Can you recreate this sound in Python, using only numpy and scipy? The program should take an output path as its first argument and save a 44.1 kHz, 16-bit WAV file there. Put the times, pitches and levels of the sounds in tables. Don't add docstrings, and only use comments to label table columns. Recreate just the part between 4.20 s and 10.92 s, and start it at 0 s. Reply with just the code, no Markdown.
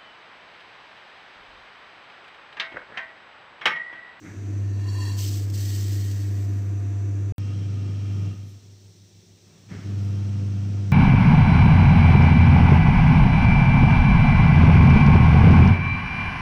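import sys
import numpy as np
from scipy.fft import rfft, irfft, next_fast_len
from scipy.io import wavfile
from scipy.ndimage import map_coordinates

SR = 44100
rng = np.random.default_rng(int(sys.argv[2]) if len(sys.argv) > 2 else 0)


def log_audio(samples):
    frames = np.atleast_2d(samples).T
    limited = np.clip(frames, -1, 1)
    pcm = np.round(limited * 32767).astype(np.int16)
    wavfile.write(sys.argv[1], SR, pcm)


N = 296352

GAP_START_S, GAP_END_S = 3.123, 3.182
START_S, SINK_S, RESTART_S = 0.002, 4.078, 5.475
HUM_HZ, TOP_HZ = 99.8, 15600

# (frequency [Hz], density [dB])
ROOM_SPECTRUM = [(30, -25), (70, -3.5), (130, -17.5), (166, 5.5), (200, -1), (300, -15), (360, -1),
                 (420, -8), (520, -15), (1000, -25), (2000, -48)]
HISS_A = [(1500, -16.5), (3000, -3.5), (4100, -2), (5200, -2), (6000, 6), (6800, 1.5), (8100, -2),
          (9000, -10.5), (10300, -24), (11900, -10.5), (13600, -21), (15500, -21.5)]
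HISS_B = [(1000, -27), (1800, -8.5), (2600, -8), (4200, -1.5), (4750, -6), (5550, 2.5), (6150, 1),
          (6700, -7.5), (8000, -6.5), (9000, -14), (10000, -26.5), (13000, -21), (14200, -22), (15400, -14)]
RUSTLE_SPECTRUM = [(3000, -20), (8000, -1.5), (10000, -3.5), (13000, 0.5), (15500, -3.5)]
# (hum [dB], harmonic 2 trim [dB], harmonics 7+ trim [dB], rumble [dB], air [dB], whistle trim [dB])
STAGE_LEVELS = [(-25, -2, -3.5, -43.5, -62.5, -1), (-26, -5.5, -3.5, -45, -63, 5.5),
                (-25, 4, -0.5, -46, -62.5, -2)]
# (multiple, level A [dB], level B [dB])
HARMONICS = [(2, -23, -18.5), (3, -24.5, -23), (4, -36, -34), (5, -39, -35), (7, -36.5, -38.5),
             (9, -49, -44.5), (10, -44.5, -59.5), (12, -46, -55.5), (14, -47, -41.5)]
# (frequency [Hz], level re hum [dB])
MOTOR_LINES = [(124, -17), (166.5, -27.5), (248, -26), (1240, -50)]
# (time [s], depth [dB])
HUM_DIPS = [(0.145, 7.6), (4.15, 8.8), (4.41, 10), (5.62, 12)]
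# (frequency [Hz], density [dB])
RUMBLE_A = [(25, -20.5), (60, -11), (100, 3), (170, -1.5), (240, -2.5), (315, 4), (400, -6), (520, -15),
            (800, -24.5), (1500, -62)]
RUMBLE_B = [(25, -22.5), (60, -11), (110, 1), (175, 6.5), (240, -3.5), (350, -6.5), (450, -14),
            (600, -21.5), (800, -36), (1500, -55.5)]
AIR_A = [(350, -43.5), (600, -8), (704, -7), (783, -7), (1950, -7), (2640, -8), (3240, -19.5), (3800, -18),
         (4380, -27.5), (5000, -44), (6500, -69.5), (11000, -120)]
AIR_B = [(350, -26.5), (600, 0.5), (698, -2.5), (946, -3.5), (1150, -5.5), (1250, -4.5), (2020, -6.5),
         (2800, -5), (3440, -10.5), (4700, -11.5), (5660, -7.5), (6950, -17), (8000, -16.5), (10400, -47.5),
         (17600, -120)]
# (frequency [Hz], width [Hz], level [dB])
VENTS_A = [(1670, 250, -1), (5800, 260, -8), (6070, 120, -0.5)]
VENTS_B = [(1244, 60, 4.5), (2380, 130, -3), (2760, 270, -3), (3150, 60, -1.5), (3243, 50, -2),
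           (5560, 90, -5)]
# (time [s], relative level [dB])
DRAUGHT_CURVE = [(4.35, -68), (4.806, -75), (5.172, -74), (5.33, -64), (5.46, -65)]
# (time [s], level [dB])
PUFF_EVENTS = [(0.036, -45.5), (5.5, -46.5)]
# (frequency [Hz], density [dB])
PUFF_SPECTRUM = [(300, -18.5), (1200, -4.5), (1700, -1), (2200, -2.5), (2700, -20), (6000, -32.5),
                 (10000, -66)]
PATTER_SPECTRUM = [(880, -35), (1500, -23.5), (2200, -8.5), (3150, -3.5), (4480, -0.5), (4900, -0.5),
                   (5950, 0.5), (6600, -1), (8050, -1), (9000, -9.5), (10100, -19.5), (11200, -16.5),
                   (11800, -8.5), (15500, -9)]
# (frequency [Hz], width [Hz], level [dB])
PUFF_MODES = [(1714, 40, -2), (1996, 35, 0), (2116, 77, -4)]
THUMP_MODES = [(175, 78, 0), (428, 71, -12.5)]
PAN_MODES = [(1012, 39, -3), (1812, 30, -0.5), (2776, 59, -6.5), (3290, 51, -10.5), (4050, 38, -3),
             (4470, 46, 1), (5400, 32, -3.5), (5800, 65, -6), (6530, 64, -7.5), (7180, 52, -3.5),
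             (7680, 55, -7), (8000, 48, -6), (8700, 33, -13.5), (11700, 75, -23), (12100, 70, -15),
             (13000, 70, -22)]
PAN_SLIDE_MODE = [(1876, 91, 0)]
PLATE_MODES = [(1826, 32, -12), (3110, 74, -6), (4480, 190, -1.5), (5240, 62, 2.5), (6040, 160, 1),
               (7240, 52, -1), (7900, 120, -2.5), (9200, 60, -22.5), (10530, 120, -11.5),
               (11700, 190, -10.5), (12600, 120, -5), (13200, 100, -9), (14800, 130, -7)]
# (time [s], flow [dB], rise [s], 20 dB decay [s], pan ring re flow [dB])
POUR_WAVES = [(0.965, -35, 0.019, 0.336, -33), (1.32, -39, 0.046, 1.0044, -17)]
# (time [s], relative level [dB])
LANDINGS = [(0.9677, -36), (0.9897, -26), (1.0173, -33), (1.2995, -31.5), (1.3394, -33.5)]
# (time [s], level [dB], time constant [s])
RUSTLE_EVENTS = [(4.0, -73.5, 0.19), (4.3, -68.5, .04), (4.698, -80, .4), (5.866, -71.5, 0.18),
                 (6.45, -79, .35)]

TIME_S = np.arange(N) / SR


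def amp(db):
    return 10 ** (np.asarray(db) / 20)


def unit(x):
    return x / np.sqrt(np.mean(x ** 2) + 1e-20)


def since(start_s):
    return np.maximum(TIME_S - start_s, 0)


def rise(start_s, length_s):
    return np.sin(np.pi / 2 * np.minimum(since(start_s) / length_s, 1)) ** 2


def at_gap(before, after):
    return np.where(TIME_S < GAP_START_S, before, after)


def wobble(rate_hz):
    return map_coordinates(rng.standard_normal(int(N * rate_hz / SR) + 4), [TIME_S * rate_hz])


def filtered(x, response):
    size = next_fast_len(N + SR // 2)
    return irfft(rfft(x, size) * response(np.fft.rfftfreq(size, 1 / SR)), size)[:N]


def coloured(x, spectrum):
    knots_hz, db = np.transpose(spectrum)
    return unit(filtered(x, lambda hz: amp(np.interp(np.log(hz + 1), np.log(knots_hz + 1), db))))


def noise(spectrum):
    return coloured(rng.standard_normal(N), spectrum)


def tone(hz, drift_rad, flutter_db, rate_hz):
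    phase = 2 * np.pi * (hz * TIME_S + rng.random()) + drift_rad * wobble(rate_hz)
    return unit(np.sin(phase) * amp(flutter_db * wobble(rate_hz)))


def impacts(rate_hz, spread_db):
    hits = rng.random(N) < rate_hz / SR
    return unit(hits * rng.choice([-1, 1], N) * amp(spread_db * rng.standard_normal(N)))


def bandpass(hz, centre_hz, width_hz):
    return 1j * hz * width_hz / (centre_hz ** 2 - hz ** 2 + 1j * hz * width_hz)


def ringing(force, modes):
    return unit(filtered(force, lambda hz: sum(amp(db) * bandpass(hz, *band) for *band, db in modes)))


def noise_bands(modes):
    def response(hz):
        return sum(amp(db) * np.abs(bandpass(hz, *band)) ** 2 for *band, db in modes)
    return unit(filtered(rng.standard_normal(N), response))


def walls(x, ripple_db=2.04, spacing_hz=23.95):
    knots = rng.standard_normal(int(SR / spacing_hz) + 4)
    return filtered(x, lambda hz: unit(amp(ripple_db * map_coordinates(knots, [hz / spacing_hz]))))


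def stage_db():
    row = (TIME_S >= GAP_START_S).astype(int) + (TIME_S >= (SINK_S + RESTART_S) / 2)
    return np.transpose(STAGE_LEVELS)[:, row]


def running(rise_s, fall_db_per_s, lead_s=0):
    first_run = rise(START_S, rise_s) * amp(-fall_db_per_s * since(SINK_S))
    return first_run + rise(RESTART_S - lead_s, rise_s)


def hiss():
    return amp(-60) * at_gap(noise(HISS_A), noise(HISS_B))


def room():
    return amp(-59.5) * noise(ROOM_SPECTRUM)


def hum_gain(steady_db, beat_hz=6.73, beat_null_s=4.75, dip_width_s=0.023):
    full = amp(steady_db) * running(rise_s=0.42, fall_db_per_s=71, lead_s=0.061)
    beat = amp(-58.5) * np.exp(2j * np.pi * beat_hz * (TIME_S - beat_null_s))
    remnant = (TIME_S > SINK_S) * np.abs(amp(-39.5 - 19 * since(SINK_S)) - beat)
    dip_db = sum(db * np.exp(-((TIME_S - at_s) / dip_width_s) ** 2) for at_s, db in HUM_DIPS)
    return np.hypot(full, remnant) * amp(-dip_db)


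def hum():
    steady_db, octave_db, upper_db, *_ = stage_db()
    upper_db = upper_db + at_gap(6 * rise(start_s=1.72, length_s=0.97), 0)
    fundamental = tone(HUM_HZ, drift_rad=0.038, flutter_db=at_gap(0.61, 0.41), rate_hz=8.1)
    buzz = 0
    for k, a_db, b_db in HARMONICS:
        level_db = at_gap(a_db, b_db) + (k == 2) * octave_db + (k >= 7) * upper_db
        buzz += amp(level_db) * tone(k * HUM_HZ, drift_rad=0.12, flutter_db=1, rate_hz=7)
    drone = sum(amp(db) * tone(hz, drift_rad=0.4, flutter_db=2.5, rate_hz=6) for hz, db in MOTOR_LINES)
    return hum_gain(steady_db) * (fundamental + buzz + at_gap(0, drone))


def fan():
    *_, rumble_db, air_db, whistle_db = stage_db()
    blowing = running(rise_s=0.032, fall_db_per_s=66)
    draught = (TIME_S > SINK_S) * amp(np.interp(TIME_S, *np.transpose(DRAUGHT_CURVE)) - 8)
    rumble = at_gap(amp(1.3) * noise(RUMBLE_A), amp(5.5) * noise(RUMBLE_B))
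    air = at_gap(amp(5.5) * noise(AIR_A), amp(8.5) * noise(AIR_B))
    whistle = amp(whistle_db) * at_gap(noise_bands(VENTS_A), noise_bands(VENTS_B))
    rumble_gain = np.hypot(blowing * amp(rumble_db + 0.9 * wobble(8.1)), draught * amp(9))
    air_gain = blowing * amp(air_db + 0.35 * wobble(5))
    vents = np.hypot(air_gain, draught) * air + air_gain * amp(wobble(7)) * whistle
    return rumble_gain * rumble + walls(vents)


def puffs(rise_s=0.012, t60_s=0.64):
    envelope = np.zeros(N)
    for at_s, db in PUFF_EVENTS:
        age_s = since(at_s)
        envelope += amp(db - 60 * age_s / t60_s) * (1 - np.exp(-age_s / rise_s))
    air = amp(-1) * noise(PUFF_SPECTRUM)
    ring = amp(-6) * ringing(rng.standard_normal(N), PUFF_MODES)
    thump = amp(at_gap(2, 9.8)) * noise_bands(THUMP_MODES)
    return envelope * (air + ring + thump)


def seed_creep(peak_s=0.864, rise_db_per_s=43, fall_db_per_s=85):
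    offset_s = TIME_S - peak_s
    level_db = -40.5 + np.minimum(rise_db_per_s * offset_s, -fall_db_per_s * offset_s)
    rub = impacts(rate_hz=5000, spread_db=3)
    dull_rub = amp(-0.5) * coloured(rub, [(1000, -1), (2000, -2.5), (5000, -9), (12000, -28.5)])
    speed = np.clip((TIME_S - 0.55) / 0.18, 0, 1)
    return amp(level_db + 1.4 * wobble(35)) * ringing(speed * rub + dull_rub, PAN_MODES)


def seed_pour(trickle_db_per_s=51.5):
    lead_s = POUR_WAVES[0][0] - TIME_S
    flow = (lead_s > 0) * amp(-48.5 - trickle_db_per_s * np.abs(lead_s))
    ring_gain = 0
    for at_s, db, rise_s, decay_s, ring_db in POUR_WAVES:
        onset = amp(db) * (1 - np.exp(-since(at_s) / rise_s))
        thinning_db = -20 * (since(at_s) / decay_s) ** 1.75
        flow += onset * amp(thinning_db)
        ring_gain += onset * amp(ring_db + 0.49 * thinning_db)
    heap = amp(-2.5) * coloured(impacts(rate_hz=3500, spread_db=3), PATTER_SPECTRUM)
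    plate = amp(-6) * ringing(impacts(rate_hz=4000, spread_db=4), PLATE_MODES)
    pan = ring_gain * ringing(rng.standard_normal(N), PAN_SLIDE_MODE)
    return pan + flow * amp(wobble(60)) * walls(heap + plate)


def seed_ticks(t60_s=0.07):
    envelope = sum((TIME_S >= at_s) * amp(db - 12 - 60 * since(at_s) / t60_s) for at_s, db in LANDINGS)
    return envelope * noise(PATTER_SPECTRUM)


def click(t60_s=0.0035):
    return (TIME_S >= GAP_END_S) * amp(-35.5 - 60 * since(GAP_END_S) / t60_s) * rng.standard_normal(N)


def rustles():
    envelope = sum(amp(db) * np.exp(-np.abs(TIME_S - at_s) / tau_s) for at_s, db, tau_s in RUSTLE_EVENTS)
    return envelope * noise(RUSTLE_SPECTRUM)


def scene():
    steady_hiss, murmur = hiss(), room()
    appliance = hum() + fan() + puffs()
    seeds = seed_creep() + seed_pour() + seed_ticks()
    return (appliance + seeds + walls(rustles() + steady_hiss) + murmur)[None]


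def record(dry):
    gate = np.clip((GAP_START_S - TIME_S) / 0.0006, 0, 1) + (TIME_S >= GAP_END_S)
    return filtered(dry[0] * gate + click(), lambda hz: hz < TOP_HZ)[None]


dry = scene()
out = record(dry)
log_audio(out)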